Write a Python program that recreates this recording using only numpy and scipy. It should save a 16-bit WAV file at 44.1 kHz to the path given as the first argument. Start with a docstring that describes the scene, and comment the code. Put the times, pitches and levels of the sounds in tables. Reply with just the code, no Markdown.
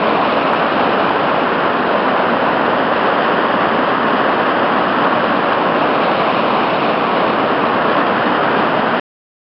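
"""At the foot of a large waterfall, water pours onto boulders close by.
Air driven into the pool throbs, white water roars with bubbles, and shattering drops hiss in surges.
A handheld microphone pans slowly; a very short reflection from the hand shifts the colour of the rush.
One brief peak in the rush clips with a faint tick.
The small recorder samples at 8 kHz, which adds a faint mirrored fizz on top, and stops abruptly."""
import sys
import numpy as np
from scipy import signal
from scipy.fft import rfft, irfft, next_fast_len
from scipy.io import wavfile
from scipy.ndimage import uniform_filter1d, map_coordinates

SR = 44100
rng = np.random.default_rng(int(sys.argv[2]) if len(sys.argv) > 2 else 0)


def wav_out(sig):
    """Save sig, one row per channel (or a flat mono array), as 16-bit PCM at SR to the path in sys.argv[1]."""
    wavfile.write(sys.argv[1], SR, np.round(np.clip(np.atleast_2d(sig).T, -1, 1) * 32767).astype(np.int16))


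N = 418950
TIME_S = np.arange(N) / SR
STOP_S = 8.997


def amp(db):
    """Decibels to gain."""
    return 10 ** (np.asarray(db) / 20)


def unit(x):
    """x at rms 1."""
    return x / np.sqrt(np.mean(x ** 2) + 1e-20)


def curve(rows, t_s=TIME_S):
    """(t/s, value) rows, interpolated at t_s."""
    return np.interp(t_s, *np.transpose(rows))


def wobble(knots_per_s):
    """Smooth random curve, rms about 1."""
    knots = rng.standard_normal(int(N * knots_per_s / SR) + 4)
    return map_coordinates(knots, [TIME_S * knots_per_s])


def bell(hz, centre_hz, width_hz):
    """Gaussian bump of height 1."""
    return np.exp(-((hz - centre_hz) / width_hz) ** 2)


def filtered(x, response):
    """x through a complex frequency response."""
    size = next_fast_len(N + 8192)
    return irfft(rfft(x, size) * response(np.fft.rfftfreq(size, 1 / SR)), size)[:N]


def shaped(x, spectrum):
    """x through (f/Hz, level/dB) points on a log frequency axis."""
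    points_hz, db = np.transpose(spectrum)
    return filtered(x, lambda hz: amp(np.interp(np.log(hz + 1), np.log(points_hz), db)))


def turbulence(patchy_db):
    """White noise in which patches of about 500 Hz by 60 ms swell and fade."""
    bins = signal.stft(rng.standard_normal(N), nperseg=512)[2]
    patches = uniform_filter1d(rng.standard_normal(bins.shape), size=6, axis=0)
    patches = uniform_filter1d(patches, size=11, axis=1)
    return unit(signal.istft(bins * amp(patchy_db * unit(patches)), nperseg=512)[1][:N])


def bubbles(count, low_hz, high_hz, ring_cycles, spread_db):
    """Bubbles or drops at random times: damped sines, mostly weak, a few strong."""
    onset, pitch, size = rng.random((count, 3)).T[:, :, None]
    age = np.arange(256)
    cycles = (low_hz + (high_hz - low_hz) * pitch) * age / SR
    strength = amp(-spread_db * np.log(np.maximum(size, .005)))
    rings = strength * np.sin(2 * np.pi * cycles) * amp(-60 * cycles / ring_cycles)
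    index = (onset * N).astype(int) + age
    return unit(np.bincount(index.ravel(), rings.ravel(), N)[:N])


# Plunge spectrum: f/Hz, level/dB
PLUNGE_SPECTRUM = [(20, -43.5), (48, -28.5), (65, -21.5), (85, -19.5), (130, -10), (185, -2.5), (235, 1),
                   (305, 1), (390, -7.5), (600, -24), (1200, -59.5)]
def plunge():
    """Masses of water drive clouds of air into the pool, which throb deeply and swell at random."""
    swell_db = -0.26 * wobble(1.9)
    throb_db = 0.34 * wobble(7)
    return amp(swell_db + throb_db) * unit(shaped(turbulence(patchy_db=0.27), PLUNGE_SPECTRUM))


# Churn spectrum: f/Hz, level/dB
CHURN_SPECTRUM = [(150, -39.5), (290, -10.5), (400, -2.5), (570, 0), (700, -0.44), (870, -4), (1090, -1.5),
                  (1230, -4), (1500, -7), (1800, -10.5), (2120, -16), (2800, -34), (5000, -67.5)]
def churn():
    """White water boils between the boulders, full of large bubbles."""
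    gurgle = bubbles(count=18000, low_hz=816, high_hz=1990, ring_cycles=6, spread_db=2)
    return unit(shaped(turbulence(patchy_db=0.5) + amp(-14) * gurgle, CHURN_SPECTRUM))


# Spray spectrum: f/Hz, level/dB
SPRAY_SPECTRUM = [(1200, -32.5), (2100, -7), (2400, -0.6), (2750, 0), (3020, -0.05), (3250, -3), (3480, -6),
                  (3750, -5.1), (4000, -7.5)]
# Spray surges: t/s, level/dB
SPRAY_SURGES = [(0, 0.8), (0.55, 1.2), (1.4, 0.3), (2.5, -0.8), (3.4, 0.8), (4.5, 0.4), (5.7, 0.2),
                (6.35, 1.5), (7.0, 0.7), (7.6, 0), (8.3, 0.8), (9, 0.5)]
def spray():
    """Drops shatter on the nearer rocks, so densely that they merge into a surging wash."""
    drops = bubbles(count=24000, low_hz=1860, high_hz=3330, ring_cycles=5.9, spread_db=2.9)
    flicker_db = 0.2 * wobble(70)
    wash = unit(shaped(turbulence(patchy_db=0.43) + amp(-15) * drops, SPRAY_SPECTRUM))
    return amp(curve(SPRAY_SURGES) + flicker_db) * wash


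# Microphone pan: t/s, turn (-1 facing the fall, +1 aside)
MIC_PAN = [(0.0, -1.1), (1.4, -0.1), (2.5, 0.1), (3.4, 0.8), (4.6, 0.55), (5.5, -0.05), (6.3, -0.8),
           (6.9, -0.9), (7.6, -0.25), (8.3, 0.68), (9.0, 0.3)]
def mic_turn(t_s=TIME_S):
    """Direction of the slowly swinging microphone at t_s."""
    return curve(MIC_PAN, t_s)


def hand_reflection(x, delay_s=.00063, bend_hz=1200, hollow_hz=1760, width_hz=600):
    """An echo off the hand (22 cm detour) combs the rush and one band rings hollow; both follow the pan."""
    # Waves below bend_hz pass round the hand.
    echo = filtered(x, lambda hz: np.exp(-2j * np.pi * hz * delay_s) * hz**4 / (hz**4 + bend_hz**4))
    hollow = filtered(x, lambda hz: 1j * hz * width_hz / (hollow_hz**2 - hz**2 + 1j * hz * width_hz))
    turn = mic_turn()
    return x + (.02 + 0.17 * turn) * echo + 0.2 * turn * hollow


# Narrow ringing band in the roar: t/s, level/dB
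RING_LEVEL = [(0, -0.5), (1.1, -2.3), (2.1, -1), (3.2, 0), (4.8, 1), (5.7, -0.5), (6.4, 1), (7.5, -0.3),
              (8.7, -2.5)]
# Upper midrange: t/s, level/dB
MIDRANGE_LEVEL = [(0, -0.3), (0.7, 1.5), (1.6, 1), (2.4, -0.5), (3.6, -0.5), (5.2, 0.35), (6.8, -1.3),
                  (7.7, -0.2), (8.6, 1.1)]
def colour_drift(x, bass_db_per_s=0.4, body_db_per_s=-0.12, notch_db=-1.3):
    """The midrange rings and swells, the weight sinks to the bass, and a notch slides with the pan."""
    hz, t_s, bins = signal.stft(x, SR, nperseg=1024)
    hz = hz[:, None]
    from_middle_s = t_s - STOP_S / 2
    notch_hz = 2100 + 210 * mic_turn(t_s)
    colour_db = (curve(RING_LEVEL, t_s) * bell(hz, 1140, width_hz=150)
                 + curve(MIDRANGE_LEVEL, t_s) * bell(hz, 1330, width_hz=340)
                 + bass_db_per_s * from_middle_s * bell(hz, 150, width_hz=41)
                 + body_db_per_s * from_middle_s * bell(hz, 580, width_hz=230)
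                 + notch_db * bell(hz, notch_hz, width_hz=160))
    return signal.istft(bins * amp(colour_db), SR, nperseg=1024)[1][:N]


def brief_peak(x, at_s=.5346, level_db=0.7, pitch_hz=1050):
    """The rush gathers into one brief peak, with no ring."""
    phase = np.pi * pitch_hz * (TIME_S - at_s)
    share = np.exp(-phase ** 2)
    return (1 - share) * x + share * amp(level_db) * (1 - 2 * phase ** 2)


def scene():
    """A steady flow lands in uneven sheets, which lift the spray and, less so, the roar."""
    sheets_db = 0.29 * wobble(7.8) + 0.45 * wobble(28)
    shade_db = -mic_turn()  # turning aside shades the spray, 1 dB per unit of turn
    fall = amp(-23) * plunge()
    fall += amp(-15 + sheets_db / 2) * churn()
    fall += amp(-24 + sheets_db + shade_db) * spray()
    rush = colour_drift(hand_reflection(fall))
    return brief_peak(rush)[None]


# Recorder's playback low-pass: f/Hz, level/dB
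PLAYBACK_FILTER = [(2800, 0), (3500, -2), (4000, -5.5), (4500, -10), (5000, -18), (5300, -24.5),
                   (5600, -32), (5900, -43), (6100, -57.5), (6400, -94)]
def record(dry, rate_hz=8000, top_hz=5755, tick_top_hz=13500, clipped_share=.055):
    """The recorder rounds off peaks, samples coarsely and stops."""
    rounded = dry[0] / (1 + (dry[0] / 1.1) ** 8) ** (1 / 8)
    band_limited = filtered(rounded, lambda hz: hz < rate_hz / 2)
    # Sampling mirrors the sound about rate_hz / 2; the gentle low-pass leaks the nearest part.
    mirrored = band_limited * (1 + 2 * np.cos(2 * np.pi * rate_hz * TIME_S))
    played = shaped(mirrored, PLAYBACK_FILTER) * (TIME_S < STOP_S)
    played = signal.sosfilt(signal.butter(16, top_hz, fs=SR, output="sos"), played)
    ceiling = (1 - clipped_share) * np.abs(played).max()  # the highest peak clips with a faint tick
    return filtered(np.clip(played, -ceiling, ceiling), lambda hz: hz < tick_top_hz)[None]


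dry = scene()
out = record(dry)
wav_out(out)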